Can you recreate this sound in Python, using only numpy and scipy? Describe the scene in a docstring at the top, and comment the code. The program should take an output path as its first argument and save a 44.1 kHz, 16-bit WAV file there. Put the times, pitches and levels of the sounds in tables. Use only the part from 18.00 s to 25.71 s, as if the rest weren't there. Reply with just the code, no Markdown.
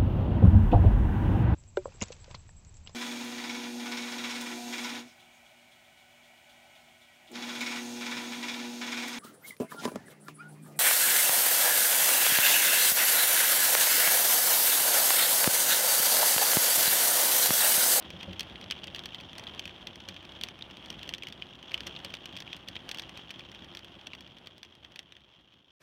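"""Hail on a grassy ridge, heard from beside a hollow shelter. From the start, far stones merge into a
rustling wash over the slope, smaller ones patter a few metres off, and the shelter drums softly and
thuds now and then. Within half a second big stones are landing by the microphone with short, hard
tocks; some strike hard spots and crack sharply. The shower comes in flurries and slowly eases,
then dies away over the last two seconds."""
import sys
import numpy as np
from scipy import signal
from scipy.fft import rfft, irfft
from scipy.io import wavfile
from scipy.ndimage import uniform_filter1d

SR = 44100
rng = np.random.default_rng(int(sys.argv[2]) if len(sys.argv) > 2 else 0)


def wav_out(sig):
    """Save sig, one row per channel (or a flat mono array), as 16-bit PCM at SR to the path in sys.argv[1]."""
    wavfile.write(sys.argv[1], SR, np.round(np.clip(np.atleast_2d(sig).T, -1, 1) * 32767).astype(np.int16))


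N = 340008
CENTRE_HZ = 3120  # pitch of a usual stone's tock


def undb(db):
    """Decibels to gain."""
    return 10 ** (np.asarray(db) / 20)


def unit(x):
    """Scale to rms 1."""
    return x / np.sqrt(np.mean(x ** 2))


def add(out, start_s, x):
    """Mix x into out from start_s on."""
    i = int(start_s * SR)
    out[i:i + len(x)] += x[:len(out) - i]


def ring(colour, stretch=1, size=1024):
    """Causal impulse response of a colour (freq_hz, level_db), its frequencies scaled by stretch."""
    hz, db = np.transpose(colour)
    bin_hz = np.maximum(np.arange(size // 2 + 1) * SR / size, 1)
    gain = undb(np.interp(np.log(bin_hz), np.log(hz * stretch), db))
    cepstrum = irfft(np.log(gain))
    cepstrum[1:size // 2] *= 2  # fold to minimum phase
    cepstrum[size // 2 + 1:] = 0
    return irfft(np.exp(rfft(cepstrum)))


def sound(force, response):
    """Let a force play through a response."""
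    return signal.fftconvolve(force, response)[:len(force)]


def walk(rate_hz):
    """Slow drift: random levels held 1 / rate_hz seconds and smoothed twice."""
    hold = int(SR / rate_hz)
    steps = np.repeat(rng.standard_normal(N // hold + 1), hold)
    return unit(uniform_filter1d(uniform_filter1d(steps, hold), hold)[:N])


def impacts(per_s, spread_db, span=4):
    """Random impacts, most of them faint; the biggest lie span spreads above the smallest."""
    when, rarity, side = rng.random((3, N))
    size_db = -spread_db * np.log(rarity + np.exp(-span))
    return (when < per_s / SR) * undb(size_db) * np.sign(side - .5)


def contact(crush_s, scatter, scatter_s, size=2048):
    """Force of one landing: it builds as stalks are crushed, lets go, and the ground scatters it."""
    t = np.arange(1, size + 1) / SR
    stalks, ground = rng.standard_normal((2, size))
    stalks = stalks * np.abs(stalks) * np.sqrt(t) * np.exp(-t / crush_s)
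    ground = ground * np.exp(-t / scatter_s)
    return stalks / np.linalg.norm(stalks) + scatter * ground / np.linalg.norm(ground)


def blow(force, response, size=260):
    """One hit, with rms 1 over its first few milliseconds."""
    x = sound(force, response)
    return x / np.sqrt(np.mean(x[:size] ** 2))


def shower(swell, dying, ease_db_per_s=0.59, fade_start_s=5.59, fade_end_s=8.41):
    """Gain of the easing hail; swell and dying set how strongly it follows flurries and final fade."""
    # flurries of thicker hail: centre_s, half_length_s, relative_swell_db
    flurries = [(0.244, 0.14, 4.5), (1.0, 0.28, 2.3), (1.604, 0.12, 1), (3.01, 0.17, 4), (3.904, 0.19, 4.5),
                (4.437, 0.24, 2.5), (5.262, 0.4, 2.5), (6.183, 0.085, 3)]
    t = np.arange(N) / SR
    flurry_db = sum(db * np.exp(-((t - centre_s) / half_s) ** 2) for centre_s, half_s, db in flurries)
    fade = np.clip((fade_end_s - t) / (fade_end_s - fade_start_s), 0, 1)
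    return undb(swell * flurry_db - ease_db_per_s * t) * fade ** dying


def wash(per_s, spread_db, waver_db):
    """Countless far stones merge into a rustle that wavers a little."""
    # the whole slope from afar: freq_hz, level_db
    slope_colour = [(150, -1), (400, 4), (800, 5), (1100, 1.5), (1900, -2.5), (2450, -2.5), (3280, 1),
                    (3900, -10.5), (4900, -16), (5700, -21), (7100, -29), (10300, -28), (12700, -33),
                    (16000, -41)]
    rustle = unit(sound(impacts(per_s, spread_db), ring(slope_colour)))
    return rustle * undb(waver_db * walk(rate_hz=14))


def patter(per_s, spread_db, pitch_spread, patches=14):
    """Smaller stones on patches of turf, each with its own pitch; the grass between blurs the attack."""
    # hail on turf a few metres from the microphone: freq_hz, level_db
    turf_colour = [(300, -15), (1200, -8), (2000, -9.5), (2450, -4.5), (2850, 4), (3300, 6.5), (3900, -8),
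                   (4900, -17.5), (5700, -15.5), (7100, -27.5), (8400, -39.5), (10300, -47), (12700, -44),
                   (16000, -34)]
    out = np.zeros(N)
    for patch in np.linspace(-1, 1, patches):
        force = contact(crush_s=0.0016, scatter=0.38, scatter_s=0.012)
        hit = blow(force, ring(turf_colour, stretch=1 + pitch_spread * patch))
        out += sound(impacts(per_s / patches, spread_db), hit)
    return unit(out)


def drumming(per_s, spread_db):
    """Stones on the shelter beside the microphone come through as a dense, dull drumming."""
    # the hollow shelter under hail: freq_hz, level_db
    shelter_colour = [(20, -33), (40, -17), (60, 1.5), (88, -1), (125, -1.5), (185, 0), (290, -4.5),
                      (350, -2), (440, -16), (560, -10), (800, -19.5), (2000, -56.5)]
    return unit(sound(impacts(per_s, spread_db), ring(shelter_colour, size=8192)))


def stone(level_db, pitch_hz, hard_db, crack_trim_db=-2.0):
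    """One close stone tocks; a harder spot adds more knock from the soil and a louder, brighter crack."""
    # short ring of ice landing on turf: freq_hz, level_db
    tock_colour = [(100, -36), (1100, -31.5), (1900, -22), (2300, -11.5), (2550, -5), (2850, -8.5),
                   (3250, 0), (3650, -9.5), (4200, -21), (6000, -35), (12000, -59)]
    # the weight of a stone reaching the soil: freq_hz, level_db
    knock_colour = [(100, -9.5), (500, -4.5), (1050, -6.5), (1500, -4), (1850, 3), (2300, -1.5),
                    (3000, -12), (6000, -38)]
    # hard contact of ice on grit: freq_hz, level_db
    crack_colour = [(1500, -25), (3400, -6.5), (4400, 7.5), (5000, 1), (5800, 4), (7000, -10), (7700, -13),
                    (8300, -8.5), (9500, -12), (10300, -21.5), (11400, -14), (12800, -15.5), (13600, -15),
                    (16000, -23)]
    usual_tock_db, usual_hard_db, usual_knock_db = -40, -5.5, -10
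    knock_per_db, cushion_per_db = 0.61, 0.5
    harder_db = hard_db - usual_hard_db
    tilt_db_per_octave = 0.05 * harder_db
    grit_hz, grit_db = np.transpose(crack_colour)
    grit_db = grit_db + tilt_db_per_octave * np.log2(grit_hz / CENTRE_HZ)
    grit = ring(np.column_stack([grit_hz, grit_db]))
    ice = ring(tock_colour, stretch=pitch_hz / CENTRE_HZ)
    tock = blow(contact(crush_s=0.00084, scatter=0.47, scatter_s=0.0049), ice)
    knock = blow(contact(crush_s=0.0015, scatter=0.49, scatter_s=0.015), ring(knock_colour))
    crack = blow(contact(crush_s=0.001, scatter=0.34, scatter_s=0.0073), grit)
    cushion_db = cushion_per_db * (level_db - usual_tock_db)  # the turf cushions big stones
    knock_db = usual_knock_db + knock_per_db * harder_db - cushion_db
    return undb(level_db) * (tock + undb(knock_db) * knock + undb(hard_db + crack_trim_db) * crack)


def small_stones(level_db, spread_db, pitch_spread, hard_db, hard_spread_db, count=110):
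    """Lighter stones land close by at random moments, on soft and hard spots alike."""
    out = np.zeros(N)
    for slot, (jitter, size, pitch, spot) in enumerate(rng.uniform(-0.9, 1, (count, 4))):
        start_s = (slot + .5 + jitter / 2) / count * N / SR
        pitch_hz = CENTRE_HZ * (1 + pitch_spread * pitch)
        add(out, start_s, stone(level_db + spread_db * size, pitch_hz, hard_db + hard_spread_db * spot))
    return out


def thuds(push_s):
    """A heavy blow pushes the shelter for a few milliseconds and rings its modes."""
    # heavy blows on the shelter: start_s, level_db
    heavy_blows = [(0.137, -51.5), (0.278, -44), (0.625, -54.5), (0.872, -55), (1.211, -57), (1.651, -56),
                   (2.078, -52), (3.862, -55), (4.045, -55), (4.327, -55), (4.681, -56), (5.83, -62),
                   (6.18, -65)]
    # modes of the shelter: pitch_hz, relative_level_db, t60_s
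    modes = [(60, -12, .25), (91.6, 1, 0.51), (185.4, 6, 0.23), (272, -7, 0.3), (340, -5, 0.23),
             (556, 5, 0.086)]
    t = np.arange(SR // 2) / SR
    body = sum(undb(db - 60 * t / t60_s) * np.sin(2 * np.pi * hz * t) for hz, db, t60_s in modes)
    body *= 1 - np.exp(-t / push_s)
    body /= np.sqrt(np.mean(body[:SR // 10] ** 2))
    out = np.zeros(N)
    for start_s, level_db in heavy_blows:
        add(out, start_s, undb(level_db) * body)
    return out


def big_stones(gain_db):
    """The big stones land right next to the microphone, each with its own pitch."""
    # landings and how hard a spot each one hits: start_s, relative_level_db, pitch_hz, hardness_db
    strikes = [(0.3949, -33.5, 3260, -2), (0.4066, -34, 3240, -1), (0.5571, -41.5, 3030, -26),
               (0.7012, -37, 3200, -17), (0.7098, -31.5, 2970, -1), (0.7213, -31.5, 3020, -27),
               (0.835, -41.5, 3140, -15), (0.841, -41, 2730, -4), (0.8788, -40.5, 3200, -21),
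               (0.9472, -36.5, 3260, -8.5), (0.9922, -40, 3370, -6.5), (1.0571, -39.5, 3150, 0),
               (1.146, -37.5, 3260, -8), (1.2012, -46, 2950, -15), (1.382, -48, 3360, 5),
               (1.395, -44, 3060, -3.5), (1.469, -38, 3300, -23), (1.594, -33.5, 2980, -5.5),
               (1.6549, -39, 3150, -7.5), (1.677, -41, 2990, -8), (1.8702, -36, 3330, -7.5),
               (2.0872, -39.5, 2920, 0.5), (2.1645, -42, 3010, -16), (2.4118, -37, 3160, -8),
               (2.436, -31.5, 3330, -1.5), (2.486, -42, 3000, -5), (2.623, -37.5, 3560, -15),
               (2.9024, -38, 2950, -3), (3.0307, -42, 3320, -7.5), (3.0912, -37, 2820, -2.5),
               (3.1379, -32, 3070, -8), (3.1472, -38.5, 3270, -11), (3.2227, -38.5, 3150, -22),
               (3.2337, -40, 2850, -8), (3.2698, -39.5, 2840, -9.5), (3.324, -41.5, 3240, -8.5),
               (3.422, -35, 2950, -21), (3.717, -42, 2730, -7), (3.7424, -25.5, 2950, -15),
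               (3.777, -40, 2940, -10), (3.8057, -37.5, 3200, -5.5), (3.8699, -39, 2900, -1.5),
               (3.875, -48, 3300, 1.5), (3.963, -39.5, 3380, -32), (4.0474, -40.5, 2800, 0.5),
               (4.1393, -36.5, 2840, -5), (4.1502, -44.5, 3430, -7), (4.2565, -41.5, 2930, -4),
               (4.3659, -40.5, 3100, -7), (4.372, -39.5, 3160, -10), (4.4032, -46, 3330, 1.5),
               (4.476, -42, 2980, -20), (4.53, -36, 3220, -12), (4.6852, -39, 3300, -3),
               (4.7543, -41.5, 3100, -17), (4.7646, -37, 2950, -27), (4.8907, -40.5, 3000, -0.5),
               (4.9134, -36.5, 3170, -1), (4.9456, -39.5, 2860, -7.5), (4.985, -38.5, 3200, -6),
               (4.9953, -37.5, 3120, -3.5), (5.0203, -51, 2920, 2.5), (5.305, -40.5, 2990, -8.5),
               (5.3937, -44, 3180, -8.5), (5.7494, -46, 3040, -0.5), (5.7708, -42.5, 3120, -4),
               (6.0703, -39.5, 3270, -7), (6.1333, -40, 2720, -22), (6.1502, -48.5, 3170, -4.5),
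               (6.4709, -44.5, 3130, -4), (6.6305, -45, 3300, -3), (6.8474, -46, 3080, -8),
               (6.959, -45.5, 3260, -5.5), (6.991, -40.5, 3230, -5), (7.122, -49, 3450, -10.5),
               (7.1662, -50.5, 3180, -11.5)]
    out = np.zeros(N)
    for start_s, level_db, pitch_hz, hard_db in strikes:
        add(out, start_s, stone(level_db, pitch_hz, hard_db))
    return undb(gain_db) * out


def scene():
    """The ridge in mono: close stones in front, patter behind, the far slope, the shelter alongside."""
    big = big_stones(gain_db=0.72)
    small = small_stones(level_db=-47.5, spread_db=3.5, pitch_spread=0.054,
                         hard_db=-9.5, hard_spread_db=10.5)
    small *= shower(swell=0.95, dying=1.4)
    middle = undb(-52.5) * patter(per_s=320, spread_db=4.0, pitch_spread=0.034)
    middle *= shower(swell=1.35, dying=0.76)
    far = undb(-54.5) * wash(per_s=4000, spread_db=3.5, waver_db=1.66)
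    far *= shower(swell=0.58, dying=1.18)
    shelter = undb(-52.5) * drumming(per_s=430, spread_db=2.5)
    shelter *= shower(swell=0.45, dying=1.19)
    shelter += thuds(push_s=0.0017)
    return (big + small + middle + far + shelter)[None]


def record(dry, hiss_db=-94, bass_hz=28, top_hz=15900):
    """The recorder adds a faint hiss, sheds the deepest bass and cuts the top."""
    x = dry + undb(hiss_db) * rng.standard_normal(dry.shape)
    x = signal.sosfilt(signal.butter(2, bass_hz, "high", fs=SR, output="sos"), x)
    return signal.sosfilt(signal.ellip(8, .2, 70, top_hz, fs=SR, output="sos"), x)


dry = scene()
out = record(dry)
wav_out(out)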